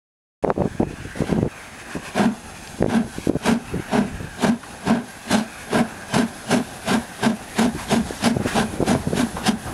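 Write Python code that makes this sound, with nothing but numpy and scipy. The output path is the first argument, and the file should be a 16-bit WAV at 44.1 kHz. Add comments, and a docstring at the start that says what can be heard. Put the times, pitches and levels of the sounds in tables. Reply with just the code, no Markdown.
"""A snowy ridge: a steam locomotive nears with its train, gathering speed.
Each exhaust beat, four per wheel turn, is a roar and hiss of steam, then the chimney's boom.
Leaks swell and fade with the wheels over the blower's rush; the running gear knocks now and then.
Gusts flutter and pop on a camera's microphone, and its limiter ducks after loud moments."""
import sys
import numpy as np
from scipy import signal
from scipy.fft import rfft, irfft, next_fast_len
from scipy.io import wavfile
from scipy.ndimage import uniform_filter1d, map_coordinates

SR = 44100
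rng = np.random.default_rng(int(sys.argv[2]) if len(sys.argv) > 2 else 0)


def transcribe(signal):
    """Save signal, clipped to [-1, 1], as a 16-bit WAV file at the path in sys.argv[1]."""
    frames = np.atleast_2d(signal).T
    limited = np.clip(frames, -1, 1)
    pcm = np.round(limited * 32767).astype(np.int16)
    wavfile.write(sys.argv[1], SR, pcm)


N = 429093
TIME = np.arange(N) / SR

# exhaust beats: time_s, roar_db, hiss_db, boom_db, valve_open_s
BEATS = [(1.298, -32.5, -44, -28, 0.1), (2.196, -21.5, -35, -19, 0.12), (2.926, -23.5, -36.5, -19.5, 0.11),
         (3.482, -22, -30, -18.4, 0.097), (3.952, -24, -38, -18.5, 0.11), (4.445, -20.5, -31.5, -19, 0.089),
         (4.9, -21.5, -36, -17.5, 0.11), (5.339, -22.5, -27.5, -22.5, 0.094), (5.753, -22, -35, -22.5, 0.1),
         (6.162, -21, -30.5, -20.5, 0.082), (6.529, -22, -29.5, -21.5, 0.073),
         (6.903, -23, -31, -22, 0.075), (7.255, -22, -31.5, -20, 0.063), (7.604, -22, -29.0, -19.5, 0.059),
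         (7.926, -23, -28.5, -18.5, 0.053), (8.259, -22, -26.5, -21.5, 0.049),
         (8.573, -23, -30, -23.5, 0.059), (8.896, -24, -31, -19.5, 0.061),
         (9.186, -27.5, -32, -25.5, 0.045), (9.477, -24, -26.5, -19, 0.025)]


def amp(db):
    """dB to gain."""
    return 10 ** (np.asarray(db) / 20)


def unit(x):
    """Scale to rms 1."""
    return x / np.sqrt(np.mean(x ** 2) + 1e-20)


def curve(points):
    """Straight lines through (time_s, value) points."""
    return np.interp(TIME, *np.transpose(points))


def wobble(rate_hz):
    """Smooth random curve with knots at rate_hz."""
    coarse_s = TIME[::16]
    knots = rng.standard_normal(int(N * rate_hz / SR) + 4)
    return np.interp(TIME, coarse_s, map_coordinates(knots, [coarse_s * rate_hz]))


def filtered(x, response):
    """Apply a gain given as a function of Hz."""
    size = next_fast_len(N + 8192)
    return irfft(rfft(x, size) * response(np.fft.rfftfreq(size, 1 / SR)), size)[:N]


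def noise(spectrum):
    """Unit-rms noise shaped by (freq_hz, level_db) points."""
    freq_hz, level_db = np.transpose(spectrum)
    response = lambda hz: amp(np.interp(np.log(hz + 1), np.log(freq_hz), level_db))
    return unit(filtered(rng.standard_normal(N), response))


def resonant_noise(modes):
    """Unit-rms noise in (centre_hz, width_hz, level_db) resonances."""
    def response(hz):
        return np.sqrt(sum(amp(db) ** 2 / (1 + 2 * ((hz - centre_hz) / width_hz) ** 2) ** 2
                           for centre_hz, width_hz, db in modes))
    return unit(filtered(rng.standard_normal(N), response))


def patchy(x, depth_db):
    """Passing resonances, a few hundred Hz wide and about 0.16 s long; rms 1."""
    spectra = signal.stft(x, nperseg=512)[2]
    field = uniform_filter1d(rng.standard_normal(spectra.shape), size=3, axis=0)
    field = uniform_filter1d(field, size=28, axis=1)
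    return unit(signal.istft(spectra * amp(depth_db * unit(field)), nperseg=512)[1][:N])


def plateau(hold_s, attack_s, release_s):
    """Attack, hold and release as (offset_s, level_db) points."""
    return [(-attack_s, -24), (0, 0), (hold_s, 0), (hold_s + release_s, -24)]


def add_swell(track, shape, time_s, level_db, stretch=1):
    """Add an envelope of (offset, level_db) points; offset * stretch is in seconds."""
    offsets, shape_db = np.transpose(shape)
    times_s = time_s + stretch * offsets
    span = slice(*np.searchsorted(TIME, times_s[[0, -1]]))
    track[span] += amp(level_db + np.interp(TIME[span], times_s, shape_db))


def swings(rows, width_cycles, phases_rad):
    """One push and pull of air per (time_s, level_db, pitch_hz) row."""
    out = np.zeros(N)
    for (time_s, level_db, pitch_hz), phase in zip(rows, phases_rad):
        span = slice(*np.searchsorted(TIME, [time_s - .02, time_s + .02]))
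        cycles = (TIME[span] - time_s) * pitch_hz
        envelope = amp(level_db) / (1 + (cycles / width_cycles) ** 2) ** 2
        out[span] += envelope * np.sin(2 * np.pi * cycles + phase)
    return out


def wind():
    """Gusts buffet the microphone in lumps and flutter higher up; the breeze rumbles underneath."""
    # gusts: start_s, hold_s, level_db, flutter_balance_db
    gusts = [(0.441, 0.081, -16.5, 9), (0.566, .11, -19.5, 4), (0.8, 0.043, -16, -1.5),
             (0.861, .08, -26, -16), (1.054, 0.013, -26, -22), (1.161, 0.093, -25.5, 4),
             (1.297, 0.18, -20.5, -2.5), (1.954, .04, -26.5, -5), (2.792, 0.11, -21, -7),
             (3.034, .056, -33, -16), (3.281, .085, -20, -2), (3.716, 0.087, -24.5, -20),
             (4.2, 0.022, -27.5, -13), (7.748, 0.025, -29, -15), (8.347, 0.073, -24, -1),
             (8.452, 0.019, -20.5, 7), (8.685, 0.12, -29, -3), (8.793, 0.174, -23.5, -1),
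             (9.065, 0.13, -25.5, -5.5)]
    # breeze strength: time_s, level_db
    breeze = [(.4, -35), (1.4, -42.5), (1.65, -58), (2.1, -46), (2.6, -47.5), (3.3, -42.5), (4.25, -37),
              (4.6, -54), (7.3, -58), (7.9, -38.5), (9.1, -39.5), (9.7, -36.5)]
    # wind spectra: freq_hz, level_db
    buffet_spectrum = [(15, -26), (30, -24), (70, -1.5), (160, 5), (300, -1), (480, -9), (800, -33),
                       (1500, -66), (3000, -80)]
    flutter_spectrum = [(60, -21), (250, 3), (500, 2), (750, -5), (1100, -15.5), (1700, -30), (3500, -67),
                        (6000, -90)]
    rumble_spectrum = [(15, -8), (35, -3), (70, 1), (130, -3.5), (250, -13), (600, -65)]
    buffet_gain, flutter_gain = np.zeros((2, N))
    for start_s, hold_s, level_db, balance_db in gusts:
        shape = plateau(hold_s, attack_s=0.0073, release_s=0.011)
        buffet_db = level_db - 10 * np.log10(1 + amp(balance_db - 3.5) ** 2)  # flutter takes a share
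        add_swell(buffet_gain, shape, start_s, buffet_db)
        add_swell(flutter_gain, shape, start_s, buffet_db + balance_db - 1.5)
    breeze_db = curve(breeze)
    buffet_gain += amp(breeze_db - 3.5 + 5 * wobble(16))  # the breeze's own faint gusts
    lumps = wobble(130)
    buffet = buffet_gain * unit(amp(5.0 * lumps) * noise(buffet_spectrum))
    flutter = flutter_gain * unit(amp(5.5 * lumps) * noise(flutter_spectrum))
    rumble = amp(breeze_db - 2.5 + 4.1 * wobble(35)) * noise(rumble_spectrum)
    return amp(-0.3) * buffet + amp(-1.5) * flutter + rumble


def wheel_turns(beats_per_turn=4):
    """Driving-wheel turns, counted from the exhaust beats."""
    beats_s = np.transpose(BEATS)[0]
    beats_s = np.r_[2 * beats_s[0] - beats_s[1], beats_s, 2 * beats_s[-1] - beats_s[-2]]
    return np.interp(TIME, beats_s, np.arange(len(beats_s)) - 1) / beats_per_turn


def ground_bounce(x):
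    """The ground's reflection adds a hollow colour that drifts as the engine nears."""
    # reflection: time_s, delay_ms, gain
    reflection = [(0, 1, 0.1), (2.2, 1.43, 0.3), (4.5, 1.66, 0.28), (7, 1.01, 0.05), (9.7, 1.15, 0.05)]
    time_s, delay_ms, gains = np.transpose(reflection)
    delay_samples = np.interp(TIME, time_s, delay_ms) * SR / 1000
    gain = np.interp(TIME, time_s, gains)
    return (x + gain * map_coordinates(x, [np.arange(N) - delay_samples])) / np.hypot(1, gain)


def steam(gland_peak_turn=0.98, cock_peak_turn=0.6, spurt_edge_s=0.057):
    """The blower rushes in the chimney; gland and cocks hiss on alternate piston strokes, and spurt."""
    # engine's approach: time_s, nearness_db
    approach = [(.4, -9.5), (1.1, -6), (2.6, -2), (4.4, -2.5), (6.5, 1), (8.1, 2.5), (9.7, 5.5)]
    # steam spurts: centre_s, hold_s, level_db, treble_offset_db
    spurts = [(1.19, 0.039, -40, -5.5), (1.7, 0.32, -45, -16), (1.93, 0.038, -36, -7.5),
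              (2.073, .035, -34, -9), (3.22, 0.13, -42, -2), (2.664, .22, -48.5, -4.5),
              (3.79, 0.27, -40.5, -20), (7.815, 0.043, -32.5, -7), (8.155, 0.17, -43, 0.5),
              (8.505, 0.058, -30, -7.5)]
    # steam spectra: freq_hz, level_db
    blower_spectrum = [(20, -8), (70, 4), (150, 1.5), (230, 5), (340, -1.5), (500, -3.5), (670, -0.5),
                       (780, 3), (920, -4.5), (1250, -8.5), (1590, -7.5), (1900, -11), (4000, -43)]
    gland_spectrum = [(500, -6.5), (850, -0.5), (1250, -4), (1450, 1), (1590, 5.5), (1750, 0), (2050, -4),
                      (2550, -1.5), (2950, -9.5), (4500, -33.5)]
    leak_spectrum = [(1200, -31), (2600, 0.5), (3400, 5.5), (4200, 3.5), (6000, 2.5), (7000, 1.5),
                     (8200, 0), (10000, -2), (13000, -27)]
    sizzle_spectrum = [(6000, -25), (9000, -7), (9900, -1), (10300, 1.5), (10550, -5), (10780, 1.5),
                       (11100, -2.5), (11600, -7.5), (13000, -16), (15500, -57)]
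    # whistle of a leaking cock: time_s, level_db
    whistle_levels = [(.4, -62), (2.7, -53), (3.4, -59), (9.7, -56)]
    # its resonances: centre_hz, width_hz, level_db
    whistle_modes = [(6420, 140, 1), (7470, 220, -7), (8300, 220, -8)]
    near_db, turns = curve(approach), wheel_turns()
    gland_stroke = np.cos(2 * np.pi * (turns - gland_peak_turn))
    cock_stroke = np.cos(2 * np.pi * (turns - cock_peak_turn))
    spurt_mid, spurt_treble = np.zeros((2, N))
    for centre_s, hold_s, level_db, treble_db in spurts:
        shape = plateau(hold_s, spurt_edge_s, spurt_edge_s)
        add_swell(spurt_mid, shape, centre_s - hold_s / 2, level_db)
        add_swell(spurt_treble, shape, centre_s - hold_s / 2, level_db + treble_db)
    gland_flow = np.hypot(amp(-43 + 0.076 * near_db + 2 * gland_stroke), spurt_mid)
    leak_flow = np.hypot(amp(-46.5 + 0.47 * near_db + 0.5 * cock_stroke), spurt_treble)
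    sizzle_flow = np.hypot(amp(-49.5 + 0.97 * near_db + 0.8 * cock_stroke), amp(-9) * spurt_treble)
    sputter = amp(0.86 * wobble(35))
    blower = amp(-40 + 0.93 * near_db + 2.0 * wobble(25)) * noise(blower_spectrum)
    gland = gland_flow * patchy(noise(gland_spectrum), depth_db=3.0)
    leak = leak_flow * ground_bounce(noise(leak_spectrum))
    sizzle = sizzle_flow * patchy(noise(sizzle_spectrum), depth_db=3.5)
    whistle = amp(curve(whistle_levels)) * resonant_noise(whistle_modes)
    return blower + sputter * (gland + leak + sizzle + whistle)


def pops(phase_spread_rad=0.66, reference_hz=490, max_steepness_db=2):
    """An eddy pushes and pulls the diaphragm once; the steepest swings overload it and crack."""
    # eddies on the microphone: time_s, level_db, pitch_hz
    eddies = [(0.4393, -8, 439), (0.448, 2.5, 560), (0.478, -1, 423), (0.5032, 4.5, 620), (0.5796, -4, 320),
              (0.6061, -4, 387), (0.6213, -2, 490), (0.8232, -6, 398), (0.8315, 0.5, 377),
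              (1.2069, -6, 198), (1.328, -2.5, 326), (1.3795, -8.5, 380), (1.4299, -3, 270),
              (1.464, -8.5, 280), (1.9541, -16.5, 238), (2.8261, 2, 410), (2.844, 0.5, 380),
              (2.863, 0.5, 368), (3.1853, -14.5, 257), (3.2728, -4.5, 283), (3.2984, -0.5, 324),
              (3.3553, -3.5, 312), (8.1088, -13, 352), (8.369, -10.5, 412), (8.4596, -7, 303),
              (8.805, -5, 284), (8.8272, -4, 326), (8.8328, -6, 504), (8.9516, -7, 550), (9.0736, -10, 252),
              (9.1331, -7, 328)]
    # overload crack: freq_hz, level_db
    crack_spectrum = [(600, -20), (1500, 13.5), (3000, -11), (6000, -31), (12000, -36), (15500, -50)]
    overload = np.zeros(N)
    for time_s, level_db, pitch_hz in eddies:
        steepness_db = level_db + 20 * np.log10(pitch_hz / reference_hz)
        crack_db = -17 + 3.4 * min(steepness_db, max_steepness_db)
        add_swell(overload, [(-.001, -22), (0, 3), (.003, -43)], time_s, crack_db)
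    phases_rad = phase_spread_rad * rng.standard_normal(len(eddies))
    pressure = swings(eddies, width_cycles=0.42, phases_rad=phases_rad)
    return amp(1.5) * pressure + overload * noise(crack_spectrum)


def exhaust(boom_hz=229, waver_hz=16, rough_db=1.5, sigh_lead_s=0.025):
    """Each beat hisses from the nozzle and roars through the smokebox; the chimney booms after it."""
    # beat envelopes: offset_widths, level_db
    roar_shape = [(-1.06, -28), (-0.53, -16.5), (-0.266, -3.5), (0, 0), (0.2, 0.5), (0.763, -4.5),
                  (1.53, -20.5), (2.5, -44)]
    hiss_shape = [(-2.2, -43), (-0.8848, -21), (-0.3947, -7.5), (-0.27, 0), (0.4, -0.5), (0.66, -3.5),
                  (1.14, -17), (2, -45)]
    # chimney envelope before stretching: offset_s, level_db
    boom_shape = [(-.06, -53), (-.02, -23.5), (.005, -2.5), (.025, 3), (0.072, -0.5), (0.096, -7),
                  (.125, -17.5), (.17, -32.5)]
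    # smokebox and chimney resonances: centre_hz, width_hz, level_db
    stack_modes = [(133, 26, -3), (219, 66, 3), (405, 76, -1), (650, 93, -1.5), (737, 110, -5),
                   (902, 220, -7), (1030, 98, -12), (1380, 155, -12.5), (1588, 140, -8),
                   (2210, 1340, -19.5)]
    # nozzle hiss: freq_hz, level_db
    jet_spectrum = [(300, -20), (700, -0.5), (1600, -2), (2600, -1.5), (3600, 0), (4800, -3.5), (5800, -4),
                    (8200, -8), (10500, -6), (11500, -13), (13000, -25), (15500, -42)]
    # thuds that open some beats: time_s, level_db, pitch_hz
    opening_thuds = [(4.881, -11.5, 207), (5.311, -11.5, 230), (5.735, -12, 420)]
    roar_gain, hiss_gain, sigh_gain, boom_gain = np.zeros((4, N))
    for time_s, roar_db, hiss_db, boom_db, valve_open_s in BEATS:
        width_s = 0.04 + 0.42 * valve_open_s  # the smokebox smooths short and long beats alike
        boom_stretch = 1.22 - 0.045 * time_s  # shorter as the engine gathers speed
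        add_swell(roar_gain, roar_shape, time_s, roar_db, width_s)
        add_swell(hiss_gain, hiss_shape, time_s, hiss_db, width_s)
        add_swell(sigh_gain, hiss_shape, time_s - sigh_lead_s, hiss_db - 7.5, width_s)
        add_swell(boom_gain, boom_shape, time_s, boom_db, boom_stretch)
    turbulence = amp(rough_db * wobble(220))
    roar = amp(5.0) * roar_gain * resonant_noise(stack_modes)
    hiss = amp(3.0) * hiss_gain * patchy(ground_bounce(noise(jet_spectrum)), depth_db=2.0)
    # steam sighs past the valve just before it opens fully
    sigh = sigh_gain * patchy(resonant_noise([(1670, 490, -1.7), (2640, 1600, -0.26)]), depth_db=5.0)
    # the hot gas column's pitch wavers with the flow
    column = np.sin(2 * np.pi * np.cumsum(boom_hz + waver_hz * wobble(90)) / SR)
    column *= amp(2.86 * wobble(60))
    ring = unit(column + 0.57 * resonant_noise([(215.7, 47, -2.0), (426, 34, -15.5)]))
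    thuds = swings(opening_thuds, width_cycles=0.8, phases_rad=np.full(len(opening_thuds), np.pi / 2))
    return turbulence * (roar + hiss) + sigh + amp(4.0) * boom_gain * ring + thuds


def running_gear(relative_bandwidth=0.99):
    """Slack rods and couplings knock with a short, rough ring."""
    # knocks: time_s, level_db, centre_hz, t60_s
    knocks = [(2.675, -29.5, 3720, 0.015), (4.632, -31, 1060, 0.097), (9.366, -26.5, 785, 0.23),
              (9.665, -34, 846, 0.24)]
    out = np.zeros(N)
    for time_s, level_db, centre_hz, t60_s in knocks:
        envelope = np.zeros(N)
        add_swell(envelope, [(-.003, -30), (0, 0), (t60_s, -60)], time_s, level_db)
        body = signal.iirpeak(centre_hz, 1 / relative_bandwidth, SR)
        ring = signal.lfilter(*body, signal.lfilter(*body, rng.standard_normal(N)))
        out += envelope * unit(ring)
    return out


def limiter(x, threshold_db=-15.0, attack_s=0.0056, release_db_per_s=52):
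    """Gain drops when smoothed power exceeds the threshold, then climbs back steadily."""
    pole = np.exp(-1 / (attack_s * SR))
    power = signal.lfilter([1 - pole], [1, -pole], x ** 2)
    excess_db = np.maximum(10 * np.log10(np.abs(power) + 1e-12) - threshold_db, 0)
    climb_db = release_db_per_s * TIME
    return x * amp(climb_db - np.maximum.accumulate(excess_db + climb_db))


def scene():
    """Engine and wind at one microphone."""
    return (exhaust() + steam() + running_gear() + wind() + pops())[None]


def record(dry):
    """The camera limits, opens after a brief silence, soft-clips, and cuts deep bass and top treble."""
    start_s, fade_s, ceiling = .425, 0.00098, .9
    bass_cut_hz, top_hz = 22, 15750
    limited = limiter(dry[0]) * np.clip((TIME - start_s) / fade_s, 0, 1)
    clipped = limited / (1 + (limited / ceiling) ** 6) ** (1 / 6)
    return filtered(clipped, lambda hz: (hz < top_hz) * 1j * hz / (1j * hz + bass_cut_hz))[None]


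dry = scene()
out = record(dry)
transcribe(out)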